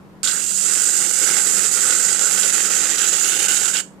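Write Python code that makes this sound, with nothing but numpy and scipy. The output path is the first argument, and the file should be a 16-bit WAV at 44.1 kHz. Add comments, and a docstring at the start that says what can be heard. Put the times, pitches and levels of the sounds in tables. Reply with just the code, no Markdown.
"""An aerosol can sprays whipped cream onto a dessert, close by on the right, in a small shop.
Turbulent gas hisses through the nozzle's resonances, while bursting foam excites the hollows
of nozzle and cream and sputters, more as the can empties. Now and then cream chokes the valve
and breaks free. Counter and room reflect the spray; ventilation rumbles and hums behind."""
import sys
import numpy as np
from scipy import signal
from scipy.fft import rfft, irfft, next_fast_len
from scipy.io import wavfile
from scipy.ndimage import map_coordinates

SR = 44100
rng = np.random.default_rng(int(sys.argv[2]) if len(sys.argv) > 2 else 0)


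def digitize_waveform(pressure):
    """Quantize a signal to 16-bit integers and store it at the path in sys.argv[1].

    Rows of a 2-D input are taken as channels; values are limited to [-1, 1].
    """
    field = np.atleast_2d(pressure).T
    bounded = np.clip(field, -1, 1)
    quanta = np.round(bounded * 32767).astype(np.int16)
    wavfile.write(sys.argv[1], SR, quanta)


N = 176400

# Spectra of the noises. Each row: frequency in Hz, relative level in dB.
AIR_COLOUR = [(60, -40), (100, -25.5), (150, -2), (190, -1), (240, -7.5), (310, -4.5), (400, -10.5),
              (520, -10.5), (700, -16.5), (1000, -15), (2400, -28.5), (4000, -34.5), (15000, -43)]
RUMBLE_COLOUR = [(20, -1), (45, -12), (85, 9), (130, -3), (400, -70.5)]
POP_COLOUR = [(200, -24), (450, -17.5), (900, -14.5), (1500, -8), (2200, -8), (3200, 1), (5000, 2.5),
              (6000, -2), (7500, 1), (15000, -36)]
HISS_COLOUR = [(1500, -43), (3500, -26), (4400, -17.5), (4900, -13), (5600, -16.5), (6300, -8.5),
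               (6900, -2), (7350, 0), (7800, -3), (8300, -7), (9100, -16.5), (10500, -21), (15000, -30)]
FIZZ_COLOUR = [(3000, -39), (5000, -20), (6000, 2), (9300, 14), (10300, 8), (11500, 6), (12700, -2),
               (14000, 2)]
SPUTTER_COLOUR = [(60, -48), (120, -25.5), (200, -16), (300, -4), (440, -1), (560, -6.5), (680, -15.5),
                  (830, -3.5), (950, -20.5), (1150, -8), (1400, -3), (1580, -1.5), (1750, -4), (2030, -2),
                  (2400, -6.5), (2850, -4.5), (3300, -7.5), (4800, -7.5), (6000, -5), (7400, -11),
                  (10000, -17.5), (15000, -42)]
GURGLE_COLOUR = [(1800, -29.5), (2450, -5), (2780, 3.5), (3100, -1), (3500, -4), (3900, -6), (4500, -8),
                 (7000, -24.5)]
# Envelopes of the layers. Each row: time in seconds, relative level in dB.
RUMBLE_LEVEL = [(0, -54), (.55, -60), (.75, -68.5), (3.7, -74), (3.85, -63.5), (4, -56)]
HISS_LEVEL = [(0.24, -21), (0.4, -23.5), (0.53, -21.5), (0.66, -19.5), (0.87, -19), (1.08, -19.5),
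              (1.22, -19), (2.05, -19), (2.4, -20), (2.78, -20), (2.92, -20.5), (3.2, -19.5), (3.46, -22.5),
              (3.49, -20), (3.56, -20.5), (3.59, -22.5), (3.65, -20), (3.8, -25.5)]
FIZZ_LEVEL = [(.24, -35.5), (.6, -33.5), (1.0, -32.5), (1.3, -28.5), (1.9, -31), (2.13, -36), (2.35, -28),
              (2.7, -31.5), (3.0, -34), (3.25, -28.5), (3.55, -28.5), (3.8, -37.5)]
SPUTTER_LEVEL = [(0.24, -37), (0.3, -35), (0.37, -33.5), (0.44, -40.5), (0.56, -43.5), (0.68, -33),
                 (1.18, -33.5), (1.28, -28.5), (1.42, -29.5), (1.52, -31.5), (1.9, -29), (2.05, -31.5),
                 (2.4, -30.5), (3.55, -30), (3.72, -32.5), (3.79, -33)]
GURGLE_LEVEL = [(.24, -43), (.6, -40), (1.9, -50), (2.4, -38.5), (2.92, -40), (3.03, -27.5), (3.11, -36),
                (3.3, -30.5), (3.52, -31.5), (3.72, -37.5), (3.775, -28), (3.81, -37)]  # grows as the cream piles up
PLOP_LEVEL = [(.3, -35.5), (.38, -38), (.46, -52), (.6, -47), (.67, -39.5), (.9, -39), (1.02, -44),
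              (1.2, -39.5), (1.26, -32.5), (1.32, -38), (1.4, -34), (1.52, -44), (1.79, -39), (1.9, -30.5),
              (1.99, -39), (2.4, -36.5), (2.92, -38), (3.03, -32.5), (3.12, -38.5), (3.57, -35.5),
              (3.8, -40)]
# Spits of gas. Each row: start in seconds, relative level in dB, time constant of power in seconds.
POPS = [(0.232, -14, .0004), (0.2415, -23, .012), (0.253, -15, .0005), (0.2742, -14, .0012),
        (0.28, -23, .012), (0.3125, -23, .004), (1.906, -19, .002), (2.194, -17, .0008),
        (2.4312, -15, .002), (2.503, -15, .0008), (2.982, -18, .001), (3.2455, -18, .001),
        (3.5693, -13, .0005), (3.6575, -15, .0006), (3.7695, -17, .0012)]
# Chokes of the valve. Each row: time of clearing in seconds, length in seconds, nominal depth in dB.
CHOKES = [(1.135, .03, 2.5), (1.712, .03, 6), (2.193, .05, 3.5), (2.525, .022, 5.5), (2.70, .03, 4),
          (2.983, .03, 4.5), (3.125, .025, 3.5), (3.39, .02, 3.5), (3.4825, .02, 9.5), (3.678, .014, 7),
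          (3.735, .03, 3)]
# Drifting resonances. Each row: time in seconds, nominal centre in Hz.
NOZZLE_MAIN = [(0.25, 7480), (2.05, 7485), (2.43, 7392), (3.44, 7225), (3.75, 7466)]
NOZZLE_UPPER = [(.25, 8320), (.6, 8490), (.9, 8670), (1.15, 8084), (1.6, 7854), (2.05, 8190), (2.3, 7870),
                (2.8, 7750), (3.3, 7963), (3.8, 8046)]  # moves with the gap to the cream
CREAM_HOLLOW = [(.24, 1575), (1.95, 1447), (2.7, 1535), (3.8, 1470)]
# Likeness of the two channels. Each row: frequency in Hz, left-right correlation.
SHOP_ALIKE = [(50, 0.4), (180, 0.52), (500, 0.83), (1500, 0.088), (8000, .1)]
JET_ALIKE = [(200, 1), (600, 0.72), (1400, 0.28), (3000, 0.5), (7000, 0.17), (10000, 0.056)]
# Balance of the spray. Each row: frequency in Hz, left minus right level in dB.
BALANCE = [(60, 16), (99, 36), (160, -24), (270, -5), (450, 0), (740, -1.5), (1220, -12), (2010, -10.5),
           (3330, -7.5), (5500, -12), (9080, -20.5), (15000, -6.5)]
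# Reverberation. Each row: frequency in Hz, time to fall 60 dB in seconds.
ROOM_T60 = [(200, .45), (1500, .25), (4000, .22), (7300, .27), (14000, .22)]


def amp(db):
    """Decibels to amplitude ratio."""
    return 10 ** (np.asarray(db) / 20)


def unit(x):
    """Scale to rms 1."""
    return x / np.sqrt(np.mean(x ** 2) + 1e-20)


def along(points, hz):
    """Interpolate (Hz, value) points on a log axis."""
    f, v = np.transpose(points)
    return np.interp(np.log(hz + 1), np.log(f + 1), v)


def curve(rows):
    """Interpolate (seconds, value) points at every sample."""
    return np.interp(np.arange(N) / SR, *np.transpose(rows))


def wobble(rate):
    """Smooth random modulation with rate knots a second."""
    return map_coordinates(rng.standard_normal(int(N * rate / SR) + 4), [np.arange(N) * rate / SR])


def filtered(x, response):
    """Linear filtering: multiply the spectrum by a frequency response."""
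    m = next_fast_len(N + SR // 2)
    return irfft(rfft(x, m) * response(np.fft.rfftfreq(m, 1 / SR)), m)[..., :N]


def ringing(x, colour):
    """A minimum-phase filter rings only after it is excited."""
    def response(hz):
        cepstrum = irfft(np.log(amp(along(colour, hz))))
        half = len(cepstrum) // 2
        return np.exp(rfft(cepstrum * np.r_[1, np.full(half - 1, 2), np.zeros(half)]))
    return filtered(x, response)


def noise_pair(alike):
    """Partly coherent white noise: the sum and difference of two independent noises."""
    def weights(hz):
        angle = np.arccos(np.clip(along(alike, hz), -1, 1)) / 2
        return np.array([np.cos(angle), np.sin(angle)])
    mid, side = filtered(rng.standard_normal((2, N)), weights)
    return np.array([mid + side, mid - side])


def coloured(alike, colour):
    """Spectrally shaped stereo noise of rms 1."""
    return unit(filtered(noise_pair(alike), lambda hz: amp(along(colour, hz))))


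def read_at(pair, place):
    """Interpolate both channels at fractional sample positions."""
    return np.array([map_coordinates(x, [place], order=5, mode="mirror") for x in pair])


def drifting(centre, response):
    """Resampling slides the spectrum of a noise in proportion to centre."""
    noise = filtered(noise_pair(JET_ALIKE), response)
    return unit(read_at(noise, np.cumsum(centre / centre.mean())))


def fading(kicks, life_s):
    """Damping: each kick of power decays exponentially."""
    return np.abs(signal.lfilter([1], [1, -np.exp(-1 / (life_s * SR))], kicks))


def spurts(kicks, life_s, steady):
    """Envelope of steady flow plus bursts, which add in power."""
    power = fading(kicks, life_s)
    return np.sqrt(steady + (1 - steady) * power / power.mean())


def ventilation(hum_hz=195):
    """Broadband air noise and rumble superpose on a hum that wavers in phase and level."""
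    air = coloured(SHOP_ALIKE, AIR_COLOUR)
    rumble = coloured(SHOP_ALIKE, RUMBLE_COLOUR)
    hum = np.sqrt(2) * np.sin(2 * np.pi * hum_hz * np.arange(N) / SR + 0.82 * wobble(12))
    return amp(-45.5) * air + amp(curve(RUMBLE_LEVEL)) * rumble + amp(-50 + 1.4 * wobble(4.7)) * hum


def pops():
    """Impulsive excitation: the valve ticks open and gas pockets spit out of the nozzle."""
    power = sum(fading(amp(db) ** 2 * (np.arange(N) == round(s * SR)), life_s) for s, db, life_s in POPS)
    filter_rms = np.sqrt(np.mean(amp(along(POP_COLOUR, np.linspace(0, SR / 2, num=512))) ** 2))
    return ringing(noise_pair(JET_ALIKE) * np.sqrt(power), POP_COLOUR) / filter_rms


def valve(clogging, open_s=0.232, close_s=3.808, attack_s=0.00041, release_s=0.005, surge_s=0.17):
    """Throttling sets the jet's gain: chokes, scaled by clogging, build up and clear with a surge."""
    t = np.arange(N) / SR
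    choke_db = 0
    for clear_s, length, depth in CHOKES:
        clog = np.sqrt(np.clip(1 - (clear_s - t) / length, 0, 1))
        surge = 0.18 * np.exp(-np.abs(t - clear_s) / surge_s)
        choke_db = choke_db + depth * np.where(t < clear_s, -clog, surge)
    opening = np.clip((t - open_s) / attack_s, 0, 1)
    closing = np.exp(-np.maximum(t - close_s, 0) / release_s)
    return opening * closing * amp(clogging * choke_db)


def bubbles(per_s=600, spread_db=1):
    """Small bubbles burst in the nozzle as a Poisson process, each a kick of power."""
    power = amp(spread_db * np.minimum(rng.standard_normal(N), 1.8)) ** 2
    return power * (rng.random(N) < per_s / SR)


def hiss(kicks, half_width_hz=270):
    """Two nozzle resonances filter the gas noise and drift as the can moves; droplets fizz above."""
    upper_hz = curve(NOZZLE_UPPER)
    main = drifting(curve(NOZZLE_MAIN), lambda hz: amp(along(HISS_COLOUR, hz)))
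    upper = drifting(upper_hz, lambda hz: 1 / (1 + ((hz - upper_hz.mean()) / half_width_hz) ** 2))
    gas = (main + amp(-10) * upper) * amp(curve(HISS_LEVEL) - 1.04)
    fizz = coloured(JET_ALIKE, FIZZ_COLOUR) * amp(curve(FIZZ_LEVEL))
    return (gas + fizz) * spurts(kicks, life_s=0.0013, steady=0.63) * amp(0.49 * wobble(35))


def sputter(kicks):
    """Cavity resonance: bursting foam rings the hollows of nozzle and cream, gurgling near 2.8 kHz."""
    bursts = spurts(kicks, life_s=0.00026, steady=0.44) * amp(1.46 * wobble(38.08))
    parts = [(SPUTTER_COLOUR, curve(SPUTTER_LEVEL) + 0.5), (GURGLE_COLOUR, curve(GURGLE_LEVEL))]
    return sum(unit(ringing(noise_pair(JET_ALIKE) * bursts, colour)) * amp(db) for colour, db in parts)


def plops(count=740, per_s=190, attack_s=0.0005, t60_s=0.018):
    """Larger bubbles ring as damped oscillators within 10% of the pitch of the cream's hollow."""
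    t = np.arange(SR // 20) / SR
    jitter, detune, softness = rng.random((count, 3)).T
    start_s = (np.arange(count) + 2 * jitter) / per_s
    hz = np.interp(start_s, *np.transpose(CREAM_HOLLOW)) * (1 + 0.2 * (detune - 0.5))
    envelope = (1 - np.exp(-t / attack_s)) * amp(-60 * t / t60_s)
    rings = np.sin(2 * np.pi * hz[:, None] * t) * envelope * amp(-15 * softness[:, None])
    samples = (start_s * SR).astype(int)[:, None] + np.arange(len(t))
    sound = np.bincount(samples.ravel(), rings.ravel(), N)[:N]
    return unit(sound * amp(1.94 * wobble(25.02))) * amp(curve(PLOP_LEVEL))


def shadow(x):
    """Acoustic shadow: with the can on the right, the device's body shades its left microphone."""
    def response(hz):
        pair = amp(along(BALANCE, hz) * np.array([[0.5], [-0.5]]))
        return 2 * pair / np.sqrt((pair ** 2).sum(0) + 1)
    return filtered(x, response)


def counter(x, delay_s=0.00143):
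    """Comb filtering: the counter top adds a reflection whose path changes as the can circles."""
    delay = delay_s * (1 + 0.065 * wobble(2.61))
    return x + 0.2 * read_at(x, np.arange(N) - delay * SR)


def room(x):
    """Reverberation: each frequency decays exponentially at its own rate."""
    hz, t, spectra = signal.stft(rng.standard_normal((2, SR // 2)), SR, nperseg=256)
    decay = amp(-60 * t / along(ROOM_T60, hz)[:, None])
    tail = signal.istft(spectra * decay, SR, nperseg=256)[1]
    return signal.fftconvolve(x, tail / np.linalg.norm(tail[0]), axes=1)[:, :N]


def scene():
    """Superposition of spray, echoes and ventilation; chokes hold back gas more than foam."""
    kicks = bubbles()
    gas = valve(clogging=1) * hiss(kicks)
    foam = valve(clogging=0.7) * (sputter(kicks) + plops())
    spray = counter(shadow(gas + foam + pops()))
    spray = signal.sosfilt(signal.butter(2, 130, "highpass", fs=SR, output="sos"), spray)
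    return spray + amp(-11.8) * room(spray) + ventilation()


def record(dry):
    """Soft saturation rounds the highest peaks; a band limit removes all above 14.6 kHz."""
    rounded = dry / (1 + np.abs(dry / 0.92) ** 6) ** (1 / 6)
    return filtered(rounded, lambda hz: hz < 14600)


dry = scene()
out = record(dry)
digitize_waveform(out)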